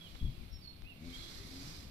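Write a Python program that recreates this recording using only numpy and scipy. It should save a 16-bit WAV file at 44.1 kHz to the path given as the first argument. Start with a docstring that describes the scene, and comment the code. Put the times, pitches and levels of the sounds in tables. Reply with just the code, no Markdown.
"""Light wind rumbles, small birds whistle and a hissy rustle swells twice, close to a forest anthill.
The wind pushes on the microphone, with one strong buffet early on, over the steady hiss of the woods.
The whistles glide and echo among the trees; dry litter ticks and a twig scuffs softly.
The rustle is the sound of many tiny rubs. Its two swells come in the second half, together with
a faint low buzz. A few short hums come and go."""
import sys
import numpy as np
from scipy import signal
from scipy.fft import rfft, irfft
from scipy.io import wavfile
from scipy.ndimage import uniform_filter1d

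SR = 44100
rng = np.random.default_rng(int(sys.argv[2]) if len(sys.argv) > 2 else 0)


def digitize_waveform(pressure):
    """Quantize a signal to 16-bit integers and store it at the path in sys.argv[1].

    Rows of a 2-D input are taken as channels; values are limited to [-1, 1].
    """
    field = np.atleast_2d(pressure).T
    bounded = np.clip(field, -1, 1)
    quanta = np.round(bounded * 32767).astype(np.int16)
    wavfile.write(sys.argv[1], SR, quanta)


N = 83790
T = np.arange(N) / SR
HZ = np.maximum(np.fft.rfftfreq(N, 1 / SR), 1)
RIGHT_LAG_S, LOW_SOUND_LAG_S = .00054, .00014  # right channel's delay: usual, and for wind and buzz


def from_db(db):
    """Turn decibels into a number to multiply by."""
    return 10 ** (np.asarray(db) / 20)


def rms_one(x):
    """Scale a signal to an average power of 1."""
    return x / np.sqrt(np.mean(x ** 2) + 1e-20)


def in_time(rows):
    """Join a table's points with straight lines: one curve for each column after the time."""
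    times, *columns = np.transpose(rows)
    return [np.interp(T, times, column) for column in columns]


def colour(x, points, share=1):
    """Make some frequencies louder and others softer, following rows of f/Hz, gain/dB."""
    hz, db = np.transpose(points)
    gain_db = share * np.interp(np.log(HZ), np.log(hz), db)
    return irfft(rfft(x) * from_db(gain_db), N)


def pan(db):
    """Left and right gains; the left is louder by db."""
    return from_db([[db / 2], [-db / 2]])


def lean_left(x, lag_s=RIGHT_LAG_S):
    """The right channel is a little later than the left, so the sound leans left."""
    return np.array([x[0], np.interp(T - lag_s, T, x[1])])


def drift(rate_hz):
    """A smooth random wobble of about size 1, mostly slower than rate_hz."""
    return rms_one(irfft(rfft(rng.standard_normal(N)) / (1 + (HZ / rate_hz) ** 2), N))


def arch(start, length):
    """A rounded rise and fall, silent before and after."""
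    return np.sin(np.pi * np.clip((T - start) / length, 0, 1))


def stereo_noise(alike):
    """White noise whose left and right sides are partly alike (0 = not at all)."""
    mid, side = rng.standard_normal((2, N))
    return rms_one(np.sqrt(1 + alike) * mid + np.sqrt(1 - alike) * side * [[1], [-1]])


def moving_resonance(x, centre_hz, width_hz, block=256):
    """Let through one band of frequencies whose centre follows a curve."""
    out, state = np.zeros((2, N)), np.zeros((2, 2))
    radius = np.exp(-np.pi * width_hz / SR)
    feed = (1 - radius ** 2) / 2 * np.array([1, 0, -1])
    for i in range(0, N, block):
        feedback = [1, -2 * radius * np.cos(2 * np.pi * centre_hz[i] / SR), radius ** 2]
        out[:, i:i + block], state = signal.lfilter(feed, feedback, x[:, i:i + block], zi=state)
    return out


def echoes(x, fade_s, delay_s=0):
    """A blur of echoes from twigs or trunks, different on each side, falling 60 dB in fade_s."""
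    tail = rng.standard_normal((2, N)) * from_db(-60 * T / fade_s) * (T > delay_s)
    return signal.fftconvolve(x.mean(axis=0)[None], rms_one(tail) / np.sqrt(N), axes=1)[:, :N]


def air():
    """The smooth hiss of the surrounding woods."""
    # tone of the hiss: f/Hz, level/dB
    spectrum = [(300, 0.5), (650, 2), (900, -4.5), (1250, -4.5), (1800, -9), (2400, -3), (3000, -4.5),
                (4400, -4.5), (6000, -18.5), (7600, -24.5), (9700, -15.5), (12500, -9.5), (14500, -20),
                (16000, -37)]
    # its loudness: t/s, level/dB
    loudness = [(0, -61.5), (.15, -63), (.4, -62), (.6, -64), (.95, -64), (1.2, -63), (1.9, -61)]
    level_db, = in_time(loudness)
    hiss = rms_one(colour(lean_left(stereo_noise(alike=.2)), spectrum))
    return from_db(level_db + .5 * drift(34)) * hiss


def eddies(hz):
    """Swirling air: a rumble of even strength, boosted around one frequency."""
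    # tone of the swirls: f/Hz, level/dB
    spectrum = [(20, 2.5), (30, -13), (45, 2), (65, 1), (100, -6), (140, -7), (250, -19.5), (400, -37.5),
                (800, -71)]
    boost = [(hz / 1.57, 0), (hz, 12), (hz * 1.57, 0)]  # f/Hz, gain/dB
    swirl = colour(colour(stereo_noise(alike=.98), spectrum), boost)
    local_power = uniform_filter1d(np.mean(swirl ** 2, axis=0), size=1500)
    return swirl / np.sqrt(local_power)


def wind():
    """Air rumbles on the microphone; buffets rise fast and die away, each with its own size of swirl."""
    # tone of the rumble: f/Hz, level/dB
    spectrum = [(20, 3.5), (45, 4), (90, 4.5), (160, -1), (260, -3.5), (360, -10), (500, -29), (1000, -54)]
    # its loudness: t/s, level/dB
    loudness = [(0, -58.5), (.4, -53.5), (.7, -57.5), (.92, -56.5), (1.15, -58.5), (1.45, -52.5),
                (1.7, -54), (1.9, -53.5)]
    # pushes of air: t/s, level/dB, decay/s, pan/dB, swirl f/Hz
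    buffets = [(0.127, -52.5, 0.011, 10, 56), (0.222, -30.5, 0.019, 0, 30.5),
               (0.265, -36, 0.025, 1.5, 134.5), (0.375, -54.5, 0.041, 18.5, 78),
               (0.514, -52, 0.04, 16.5, 49), (0.822, -56, 0.018, 20.5, 42.4),
               (1.059, -54.5, 0.034, 8.5, 47.7), (1.166, -49, .05, 2, 40), (1.38, -49, 0.029, 2, 38.7),
               (1.579, -52, 0.048, -2, 84), (1.845, -55, 0.027, -3, 45)]
    level_db, = in_time(loudness)
    gain = from_db(level_db + .5 * drift(3.3))
    rumble = pan(1.5) * gain * rms_one(colour(stereo_noise(alike=.91), spectrum))
    rise_s = .028
    for time, db, decay_s, pan_db, hz in buffets:
        rise = np.clip((T - time) / rise_s + .5, 0, 1)
        fall = np.exp(-np.maximum(T - time - rise_s, 0) / decay_s)
        rumble += pan(pan_db) * from_db(db) * eddies(hz) * rise * fall
    return lean_left(rumble, LOW_SOUND_LAG_S)


def hums():
    """Short, wavering low hums swell and fade inside the rumble."""
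    # one hum a row: start/s, length/s, level/dB, f/Hz
    notes = [(-.03, 0.12, -54.5, 158), (0.964, 0.097, -55, 155), (1.155, 0.16, -62.5, 342),
             (1.27, 0.13, -66.5, 415), (1.36, 0.1, -59.5, 398), (1.62, 0.12, -51, 149),
             (1.799, 0.081, -55.5, 193)]
    waver_hz = 8.83 * drift(29)
    return sum(from_db(db) * arch(start, length) * np.sin(2 * np.pi * np.cumsum(hz + waver_hz) / SR)
               for start, length, db, hz in notes)


def twig_scuff():
    """A twig rubs softly: a short, dull burst of noise."""
    # the rub: start/s, length/s, level/dB, pan/dB
    strokes = [(.146, .015, -54, 0)]
    # its tone: f/Hz, level/dB
    spectrum = [(150, -12), (300, 3), (600, 0), (1500, -5), (4500, -11), (7000, -28), (16000, -45)]
    gain = sum(pan(pan_db) * from_db(db) * arch(start, length) for start, length, db, pan_db in strokes)
    return lean_left(gain * rms_one(colour(stereo_noise(alike=.66), spectrum)))


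def litter_ticks():
    """Dry litter snaps: each tick is one sharp pulse and a very short crackle."""
    # one snap a row: t/s, level/dB, pan/dB
    snaps = [(.1515, -40, -1), (.8212, -37, -4), (.8517, -52, 5)]
    decay_s, cutoff_hz = .0004, 5000
    out = np.zeros((2, N))
    for time, db, pan_db in snaps:
        snap = .15 * rng.standard_normal(N) * np.exp(-T / decay_s)
        snap[0] = 2  # the sharp pulse
        out += pan(pan_db) * from_db(db) * np.roll(snap, int(time * SR))
    return signal.lfilter(*signal.butter(4, cutoff_hz, fs=SR), out + 1e-18)


def birds():
    """Gliding, fluttering whistles echo off the thicket, one trunk and the wider forest."""
    # one whistle a row: start/s, length/s, four evenly spaced pitches f/Hz, level/dB, pan/dB, quaver/Hz
    whistles = [(-.008, .056, 3400, 3350, 3335, 3320, -54, -2.5, 8),
                (.032, .056, 3290, 3220, 3020, 2840, -54.5, -4, 12),
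                (.135, .05, 3300, 3380, 3470, 3450, -64, 0, 12),
                (.178, .06, 3470, 3350, 3315, 3290, -57, .5, 10),
                (.232, .056, 3330, 3370, 3335, 3270, -55.5, 2, 10),
                (.325, .07, 2980, 2760, 2670, 2640, -68, -2, 12),
                (.386, .07, 2560, 2410, 2230, 1990, -65.5, 0, 12),
                (.506, .082, 5520, 5440, 5410, 5380, -58, 2.5, 18),
                (.608, .085, 4920, 4500, 4300, 4280, -55.5, -5.5, 45),
                (.628, .102, 4780, 4390, 4310, 4330, -54, -5.5, 30),
                (.831, .055, 2480, 2510, 2590, 2700, -61, -2, 13),
                (.862, .076, 2620, 2840, 2770, 2400, -56, -5, 15),
                (1.118, .058, 3050, 3180, 3250, 3280, -50.5, -3, 10),
                (1.158, .145, 3290, 3355, 3350, 3385, -55, 1, 13),
                (1.14, .1, 4250, 4250, 4190, 4200, -59, -12, 120),
                (1.09, .085, 10800, 11400, 11650, 11440, -72, 8, 60),
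                (1.435, .066, 9850, 10100, 10450, 10800, -67, 12, 70),
                (1.541, .068, 10900, 11080, 10950, 10800, -76, 5, 60)]
    quaver_rate_hz, trunk_delay_s = 125, .056
    flutter = from_db(1.8 * drift(69))
    quaver = .7 * np.sin(2 * np.pi * quaver_rate_hz * T + drift(30)) + .8 * drift(81)
    direct = np.zeros((2, N))
    for start, length, *pitches, db, pan_db, depth_hz in whistles:
        progress = np.clip((T - start) / length, 0, 1)
        glide = np.polyfit(np.linspace(0, 1, 4), pitches, 3)  # a smooth curve through the pitches
        hz = np.polyval(glide, progress) + depth_hz * quaver
        swell = np.sin(np.pi * progress ** 1.15)
        direct += pan(pan_db) * from_db(db) * swell * flutter * np.sin(2 * np.pi * np.cumsum(hz) / SR)
    trunk = from_db(-12) * np.interp(T - trunk_delay_s, T, direct.mean(axis=0), left=0)
    thicket = from_db(-7.5) * echoes(direct, fade_s=.16)
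    forest = from_db(-10) * echoes(direct, fade_s=.7, delay_s=.02)
    return lean_left(direct + trunk) + thicket + forest


def buzz():
    """A soft, unsteady low buzz with a strong third harmonic swells twice, rising in pitch each time."""
    # pitch and loudness of the buzz: t/s, f/Hz, level/dB
    motion = [(.93, 63, -70), (.98, 71.15, -58.5), (1.04, 82.2, -48.5), (1.1, 85.8, -48.5),
              (1.15, 86.46, -59.5), (1.2, 88.57, -61.5), (1.31, 82, -85), (1.45, 81.6, -68),
              (1.52, 85.54, -52), (1.615, 92.86, -54), (1.68, 94.24, -65.5), (1.8, 94.5, -64.5),
              (1.9, 91.7, -68)]
    # its harmonics (1, 2, 3... times the pitch): level/dB
    harmonics = [-3, -8, 1.5, -10, -15, -24, -21, -29, -23]
    jitter, roughness_db = .025, 3
    pitch_hz, level_db = in_time(motion)
    phase = 2 * np.pi * np.cumsum(pitch_hz * (1 + jitter * drift(44.2))) / SR
    tone = sum(from_db(db + roughness_db * drift(18)) * np.sin(k * phase + 2 * np.pi * rng.random())
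               for k, db in enumerate(harmonics, 1))
    return lean_left(pan(5) * from_db(level_db) * rms_one(tone), LOW_SOUND_LAG_S)


def rustle_undertone():
    """The rustle's lower, narrow band: noise passed twice through the same resonance."""
    # loudness and centre of the band: t/s, level/dB, f/Hz
    motion = [(.93, -88, 2300), (1.03, -66.5, 2250), (1.15, -63.5, 2260), (1.3, -71, 2160),
              (1.43, -65.5, 2000), (1.52, -75.5, 2240), (1.7, -68.5, 2410), (1.9, -96, 2370)]
    level_db, centre_hz = in_time(motion)
    band = stereo_noise(alike=.2)
    for _ in range(2):
        band = moving_resonance(band, centre_hz, width_hz=230)
    return from_db(level_db) * rms_one(band)


def rustle():
    """Tiny rubs make a grainy hiss, with a bright band that climbs as the rustle goes on."""
    # tone of the rubbing: f/Hz, level/dB
    spectrum = [(300, 2), (650, -5.5), (850, -6.5), (1150, -2.5), (1650, -7.5), (2250, -5.5), (2750, -11),
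                (3400, -4.5), (4500, -3.5), (5500, -6.5), (6500, -7), (8500, -15), (10000, -18),
                (11200, -11), (13000, -12.5), (14200, -39), (16000, -45)]
    # loudness of the hiss and centre of its bright band: t/s, level/dB, f/Hz
    motion = [(0, -66.5, 3930), (.12, -61, 3800), (.3, -67, 3680), (.92, -80, 3540), (1.06, -60.5, 3670),
              (1.17, -52.5, 3670), (1.32, -53, 4380), (1.48, -55, 4280), (1.58, -53.5, 4670),
              (1.68, -51, 5000), (1.76, -54.5, 4770), (1.83, -56.5, 4860), (1.9, -65.5, 4570)]
    grains_per_s = 2800
    level_db, centre_hz = in_time(motion)
    grains = (rng.random((2, N)) < grains_per_s / SR) * rng.standard_normal((2, N))
    friction = colour(stereo_noise(alike=.38) + .46 * rms_one(grains), spectrum)
    hiss = friction + 1.3 * moving_resonance(friction, centre_hz, width_hz=1350)
    undertone = rustle_undertone()
    return lean_left(from_db(level_db + .8 * drift(44)) * rms_one(hiss) + undertone)


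def scene():
    """Everything heard at the anthill."""
    return wind() + air() + rustle() + buzz() + hums() + birds() + litter_ticks() + twig_scuff()


def record(dry):
    """Two microphones each favour different frequencies; the highest treble is cut."""
    # how much more the left one picks up than the right: f/Hz, gain/dB
    balance = [(35, 7), (130, 3), (250, -2.5), (400, -1.5), (700, -4), (1300, -4), (2300, -9.5), (4400, -9),
               (5600, -8), (7000, 1), (8300, 15), (10000, -1.5), (11500, -4), (13000, -6), (15000, -22)]
    cutoff_hz = 15700
    picked_up = colour(dry, balance, share=np.array([[.5], [-.5]]))
    return signal.sosfilt(signal.ellip(10, .1, 70, cutoff_hz, fs=SR, output="sos"), picked_up)


dry = scene()
out = record(dry)
digitize_waveform(out)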